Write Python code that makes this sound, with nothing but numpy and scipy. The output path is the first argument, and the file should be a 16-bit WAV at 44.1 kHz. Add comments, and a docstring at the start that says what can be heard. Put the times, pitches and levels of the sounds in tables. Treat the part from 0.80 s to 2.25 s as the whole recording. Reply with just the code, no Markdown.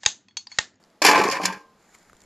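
"""Cans and bottles tumble into an open metal bin and clatter against its walls and each other for 0.5 s.
Each collision gives a hollow knock and rings the modes of bin and cans. One can rolls, making the bin
hum, and strikes its neighbour with a bright clack before all settle. Then sleeves and dry leaves
rustle faintly, with a few small taps, over quiet outdoor air."""
import sys
import numpy as np
from scipy import signal
from scipy.fft import rfft, irfft, next_fast_len
from scipy.io import wavfile

SR = 44100
rng = np.random.default_rng(int(sys.argv[2]) if len(sys.argv) > 2 else 0)


def generate_wav(sig):
    """Save sig (samples, or channels by samples) to the path in sys.argv[1] as 16-bit PCM at SR."""
    pcm = np.round(np.clip(np.atleast_2d(sig).T, -1, 1) * 32767).astype(np.int16)
    wavfile.write(sys.argv[1], SR, pcm)


N = 63945

# collisions: start_s, knock_db, knock_hz, bin_db, cans_db, clash_db
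COLLISIONS = [(0.218, -16.5, 611, -23.5, -21.5, -18), (0.2385, -40, 1004, -20, -23.5, -21),
              (0.248, -9.5, 796, -14.5, -17, -11.5), (.263, -20, 700, -32, -17, -12),
              (0.2711, -26, 870, -27, -16, -18), (0.2829, -15.5, 428, -16.5, -18, -16),
              (0.2924, -21, 366, -15, -19.5, -18.5), (.311, -23, 420, -19.5, -17.5, -21),
              (0.328, -16, 570, -18.5, -22.5, -29.5), (.346, -20, 668, -23, -17.5, -42),
              (0.354, -17, 420, -16, -19, -28.5), (.376, -16, 837, -17.5, -19.5, -29),
              (.388, -19, 437, -28, -31.5, -28.5), (0.3947, -10, 398, -26, -21, -34),
              (0.413, -19.5, 700, -17, -25.5, -31.5), (.436, -24, 1147, -20, -27.5, -26.5),
              (0.4523, -16, 392, -54, -26, -33.5), (0.464, -19.5, 366, -24, -31.5, -39.5),
              (0.4848, -17.5, 437, -27.5, -29.5, -40), (0.4969, -56, 740, -33.5, -55, -33.5),
              (.512, -53.5, 760, -59, -35.5, -25), (0.521, -43.5, 300, -32, -29, -31.5),
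              (.529, -27, 730, -35, -28.5, -37.5), (.551, -37.5, 780, -36, -28, -40.5),
              (.565, -35, 770, -30, -30.5, -43.5), (0.5976, -26.5, 580, -26, -44.5, -59),
              (0.614, -31, 1010, -36.5, -35, -39.5), (0.634, -36.5, 700, -27.5, -30, -30.5),
              (0.6522, -25, 975, -29.5, -26, -21), (.678, -27.5, 933, -32, -30.5, -62),
              (0.701, -41, 428, -39.5, -39, -64), (.723, -34, 435, -55, -38, -39.5),
              (0.744, -45.5, 1680, -47, -42.5, -68), (0.773, -46.5, 436, -50, -51.5, -59.5),
              (0.8049, -62, 850, -52, -62.5, -62)]
# crowd of weak treble modes: freq_hz, density_db
TREBLE_CROWD = [(800, -39), (2400, 3.5), (3300, -5), (3800, -11), (4500, 2), (5400, -2.5), (6300, -5.5),
                (7300, -2.5), (7900, -20.5), (9000, -16.5), (10200, -13), (13000, -17)]


def amp(db):
    """Decibels to gain."""
    return 10 ** (np.asarray(db) / 20)


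def unit(x):
    """Scale to rms 1."""
    return x / np.sqrt(np.mean(x ** 2) + 1e-20)


def curve(rows, column=1):
    """One column of a time table, per sample."""
    rows = np.array(rows)
    return np.interp(np.arange(N) / SR, rows[:, 0], rows[:, column])


def noise(spectrum, size=N):
    """Noise of rms 1, shaped by rows of freq_hz, density_db."""
    freq_hz, density_db = np.transpose(spectrum)
    n_fft = next_fast_len(size)
    grid_hz = np.fft.rfftfreq(n_fft, 1 / SR)
    gain = amp(np.interp(np.log(grid_hz + 1), np.log(freq_hz), density_db))
    return unit(irfft(rfft(rng.standard_normal(n_fft)) * gain, n_fft)[:size])


def fade(t, t60_s):
    """Exponential decay, 60 dB in t60_s."""
    return np.exp(-np.log(1000) * t / t60_s)


def onset(t, attack_s=0.0017):
    """Fast rise of a contact."""
    return 1 - np.exp(-t / attack_s)


def add(track, start_s, sound):
    """Mix a sound in at start_s."""
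    start = round(start_s * SR)
    track[start:start + len(sound)] += sound[:N - start]


def highpass(x, cutoff_hz, order):
    """Butterworth high-pass."""
    return signal.sosfilt(signal.butter(order, cutoff_hz, "high", fs=SR, output="sos"), x)


def air(level_db=-62):
    """Quiet outdoor air and low buffeting of a moving microphone."""
    air_spectrum = [(20, -13), (60, -15.5), (130, -9.5), (195, 3.5), (280, -4), (850, -5.5), (1400, -12.5),
                    (3000, -19), (5000, -20.5), (7200, -27), (8200, -32.5), (13000, -31.5)]  # freq_hz, density_db
    buffet_levels = [(0, -85), (1.24, -77), (1.3, -64.5), (1.35, -60.5), (1.39, -78), (1.45, -62)]  # time_s, level_db
    buffet_spectrum = [(20, -1), (70, -3), (110, -5.5), (300, -36), (1000, -75.5)]  # freq_hz, density_db
    return amp(level_db) * noise(air_spectrum) + amp(curve(buffet_levels)) * noise(buffet_spectrum)


def rustle(grain_db=2, broad_db=-4.5):
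    """Grainy friction of sleeves and single crackles of dry leaves."""
    sleeve_levels = [(0, -68.5), (.2, -78.5), (.96, -73.5), (1.03, -64), (1.13, -61.5), (1.149, -51),
                     (1.165, -61), (1.24, -62), (1.29, -63.5), (1.38, -64.5), (1.45, -63.5)]  # time_s, level_db
    cloth_spectrum = [(100, -11.5), (400, -8.5), (1400, -0.5), (2200, -1.5), (2700, -13), (4400, -9.5),
                      (6000, -10.5), (7200, -1), (8000, -15.5), (13000, -18)]  # freq_hz, density_db
    crackles = [(.028, -60, 4630), (.039, -52, 4840), (0.048, -59, 5670), (.102, -59, 4770),
                (1.15, -56, 7400), (1.186, -52.5, 7230), (1.332, -51, 6860), (1.367, -49.5, 7100),
                (1.4049, -46, 6830), (1.418, -45, 7260), (1.437, -50, 7150)]  # start_s, level_db, pitch_hz
    friction = noise(cloth_spectrum)
    grains = amp(grain_db * noise([(100, -2.0), (400, -11.5), (1500, -68.5)]))
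    out = amp(curve(sleeve_levels)) * unit(friction * grains)
    t = np.arange(SR // 20) / SR
    for start_s, level_db, pitch_hz in crackles:
        pitched = noise([(pitch_hz * 0.89, -40), (pitch_hz, 0), (pitch_hz * 1.1, -40)], len(t))
        broad = noise([(1000, -23), (3500, 5), (7500, 2), (13000, -10.5)], len(t))
        add(out, start_s, amp(level_db) * (pitched + amp(broad_db) * broad) * fade(t, t60_s=0.01))
    return out


def taps():
    """Small dull handling taps: a damped tone with some grit."""
    contacts = [(1.148, -41, 2170, 0.013), (1.2973, -41, 1310, 0.018), (1.3311, -40, 1320, 0.0069),
                (1.3325, -49, 445, 0.016)]  # start_s, level_db, pitch_hz, t60_s
    out, t = np.zeros(N), np.arange(SR // 20) / SR
    for start_s, level_db, pitch_hz, t60_s in contacts:
        tone = np.sin(2 * np.pi * pitch_hz * t)
        grit = noise([(pitch_hz / 4, -20), (pitch_hz, 0), (pitch_hz * 1.3, -5), (pitch_hz * 3, -25)],
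                     len(t))
        add(out, start_s, amp(level_db) * (tone + 0.36 * grit) * fade(t, t60_s))
    return out


def scrape(grain_db=2.5):
    """The rolling can's rim scrapes along between collisions."""
    scrape_levels = [(.47, -100), (.52, -38), (.6, -53), (.65, -32), (.7, -100)]  # time_s, level_db
    grains = amp(grain_db * noise([(100, 2), (400, -8), (1500, -61.5)]))
    return amp(curve(scrape_levels)) * unit(noise(TREBLE_CROWD) * grains)


def rolling(waver_db=1.0, grind_db=-8):
    """A rolling can grinds on the floor and keeps up a wavering hum in the bin."""
    hum_track = [(.46, 110, -100), (.485, 118, -63), (.52, 131, -48.5), (.56, 154.5, -56), (.6, 162.6, -60),
                 (.64, 182.2, -37), (.705, 187, -39), (.735, 186.7, -53), (.77, 195.2, -44.5),
                 (.82, 186.8, -100)]  # time_s, pitch_hz, level_db
    waver = amp(waver_db * noise([(25, 0.5), (60, -20.5), (200, -91)]))
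    hum = waver * np.sqrt(2) * np.sin(2 * np.pi * np.cumsum(curve(hum_track)) / SR)
    grind = noise([(25, -14.5), (70, -8.5), (130, 0), (200, 2.5), (400, -5), (1000, -35.5)])
    return amp(curve(hum_track, column=2)) * (hum + amp(grind_db) * grind)


def struck(t, modes, crowd_spectrum, ring_db, crowd_db, crowd_t60_s, tail_db, tail_t60_s, scatter_db=2):
    """One contact: clear modes, randomly excited, in a crowd of weak ones (noise with two decays)."""
    freq_hz, level_db, t60_s = np.transpose(modes)[:, :, None]
    gain = amp(level_db + scatter_db * rng.standard_normal(level_db.shape))
    phase = 2 * np.pi * rng.random(level_db.shape)
    partials = gain * np.sin(2 * np.pi * freq_hz * t + phase) * fade(t, t60_s)
    ring = partials.sum(0) / np.sqrt(np.sum(gain ** 2) / 2)
    decay = amp(crowd_db) * fade(t, crowd_t60_s) + amp(tail_db) * fade(t, tail_t60_s)
    crowd = noise(crowd_spectrum, len(t)) * decay
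    return (amp(ring_db) * ring + crowd) * onset(t)


def clashes():
    """Collisions ring the cans' high modes; rim meets rim with a sharp tick."""
    high_modes = [(3477, -6.5, 0.22), (4050, -6, 0.077), (4190, 0.5, 0.069), (4780, -5, 0.035),
                  (4770, -1.5, 0.092), (5340, 1.5, 0.084), (5450, 0.5, .1), (5990, -9.5, 0.13),
                  (5830, -5.5, .07), (7670, -8.5, .06), (7340, -6.5, 0.087), (7300, 1.5, 0.044)]  # freq_hz, level_db, t60_s
    rim_ticks = [(0.248, -22, 11000, 0.054), (.263, -20, 10500, 0.026), (0.2846, -13, 1810, 0.014),
                 (0.48, -26.5, 4930, 0.02), (0.4869, -29.5, 6500, 0.013), (0.5003, -24.5, 5100, 0.012),
                 (0.6549, -18.5, 4970, 0.033), (0.656, -15, 6880, 0.027)]  # start_s, level_db, pitch_hz, t60_s
    tick_spectrum = [(.1, -80), (.4, -28), (.8, -10), (1, 0), (1.2, -12), (2, -28)]  # pitch_ratio, density_db
    out, t = np.zeros(N), np.arange(SR // 3) / SR
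    for start_s, *_, clash_db in COLLISIONS:
        clash = struck(t, high_modes, TREBLE_CROWD, ring_db=-5.5,
                       crowd_db=2.5, crowd_t60_s=0.0546, tail_db=-14, tail_t60_s=0.3)
        add(out, start_s, amp(clash_db) * clash)
    for start_s, level_db, pitch_hz, t60_s in rim_ticks:
        tick = noise([(ratio * pitch_hz, db) for ratio, db in tick_spectrum], len(t))
        add(out, start_s, amp(level_db) * tick * fade(t, t60_s))
    return out


def clangs(swell_s=0.0031):
    """A can struck squarely sings on one mode, which swells and dies away."""
    strikes = [(.285, -3.5, 1020, 0.058), (.286, -5.5, 1794, .04), (.298, -15.5, 851, 0.085),
               (0.331, -11.5, 1051, 0.11), (0.356, -11.5, 1044, 0.14), (.405, -14.5, 849, 0.091),
               (.471, -17, 1061, 0.14), (.485, -25.5, 757, 0.15), (.522, -29, 548.4, 0.18),
               (0.539, -26.5, 998, 0.37), (.594, -27, 769, 0.26), (0.656, -30.5, 1590, 0.37),
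               (.697, -22.5, 905, 0.1), (0.723, -32, 1652, .14), (.735, -42.5, 840, 0.3),
               (.803, -58.5, 1070, 0.46)]  # start_s, level_db, pitch_hz, t60_s
    out, t = np.zeros(N), np.arange(SR // 2) / SR
    swell = 1 - np.exp(-(t / swell_s) ** 2)
    for start_s, level_db, pitch_hz, t60_s in strikes:
        tone = np.sin(2 * np.pi * (pitch_hz * t + rng.random()))
        add(out, start_s, amp(level_db) * tone * fade(t, t60_s) * swell)
    return out


def clatter(knock_gain_db=2.5):
    """Every collision gives a hollow knock and rings the bin's walls and the cans."""
    knock_modes = [(.52, -10, 0.043), (1, 3, .035), (1.17, -6.5, 0.035), (1.45, -9.5, .025)]  # pitch_ratio, level_db, t60_s
    bin_modes = [(193.8, -14.5, 0.29), (300.6, -6, 0.22), (457.5, -14.5, 0.59), (546.8, -10.5, 0.25),
                 (689.2, -6, 0.13), (748, -9.5, 0.18), (852.4, -2.5, 0.15), (1003, -4, 0.16),
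                 (1043, -2.5, 0.18), (1045, -13.5, 0.62), (1150.7, -4, .18)]  # freq_hz, level_db, t60_s
    can_modes = [(1586, 0.5, 0.073), (1728, -7.5, 0.14), (1897, -6.5, 0.13), (1820, -19, 0.19),
                 (2105, -4.5, 0.16), (2340, -3, 0.22), (2316, -2, 0.21), (2560, -0.5, 0.084),
                 (2730, -11, 0.06), (2940, -8, 0.13)]  # freq_hz, level_db, t60_s
    bin_crowd = [(30, -19.5), (100, -20), (220, -19), (400, -1.5), (620, -7.5), (800, -4), (1120, 2),
                 (1350, -9.5), (2000, -41.5), (4000, -76.5)]  # weak modes: freq_hz, density_db
    can_crowd = [(500, -50.5), (1150, -10.5), (1400, -7.5), (1700, 1.5), (2000, -6), (2400, -1),
                 (2800, -15.5), (3300, -17), (6000, -22.5), (13000, -42)]  # weak modes: freq_hz, density_db
    out, t = np.zeros(N), np.arange(SR // 2) / SR
    for start_s, knock_db, knock_hz, bin_db, cans_db, _ in COLLISIONS:
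        knock = sum(amp(db) * np.sin(2 * np.pi * (ratio * knock_hz * t + rng.random())) * fade(t, t60_s)
                    for ratio, db, t60_s in knock_modes)
        walls = struck(t, bin_modes, bin_crowd, ring_db=-1.5,
                       crowd_db=-2.5, crowd_t60_s=0.0557, tail_db=-13.5, tail_t60_s=0.4147)
        cans = struck(t, can_modes, can_crowd, ring_db=-4.5,
                      crowd_db=-3.5, crowd_t60_s=0.14, tail_db=-6.5, tail_t60_s=0.1085)
        add(out, start_s, amp(knock_db + knock_gain_db) * knock * onset(t))
        add(out, start_s, amp(bin_db) * walls + amp(cans_db) * cans)
    return highpass(out, cutoff_hz=123, order=2)  # a small bin radiates little bass


def scene():
    """Central mix; only the treble widens and narrows by turns."""
    width = [(.19, -12.5), (.225, 0.5), (.28, -41), (.32, -56.5), (.37, 6), (.425, -54), (.46, -17.5),
             (.49, -2), (.57, -2), (.605, -27), (.645, -39.5), (.665, -8.5), (.86, -9.5), (1.4, -7.5)]  # stereo spread: time_s, side_gain_db
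    mid = clatter() + clangs() + clashes() + rolling() + scrape() + taps() + rustle() + air()
    treble = highpass(clashes() + rustle() + air(), cutoff_hz=4150, order=32)
    side = amp(curve(width)) * treble
    return np.array([mid + side, mid - side])


def record(dry):
    """Round off peaks near full scale, then limit the band."""
    top_hz, edge_hz = 13150, 300
    limited = dry / (1 + np.abs(dry) ** 6) ** (1 / 6)
    n_fft = next_fast_len(N + SR // 2)
    passband = np.clip((top_hz - np.fft.rfftfreq(n_fft, 1 / SR)) / edge_hz + .5, 0, 1)
    return irfft(rfft(limited, n_fft) * passband, n_fft)[:, :N]


dry = scene()
out = record(dry)
generate_wav(out)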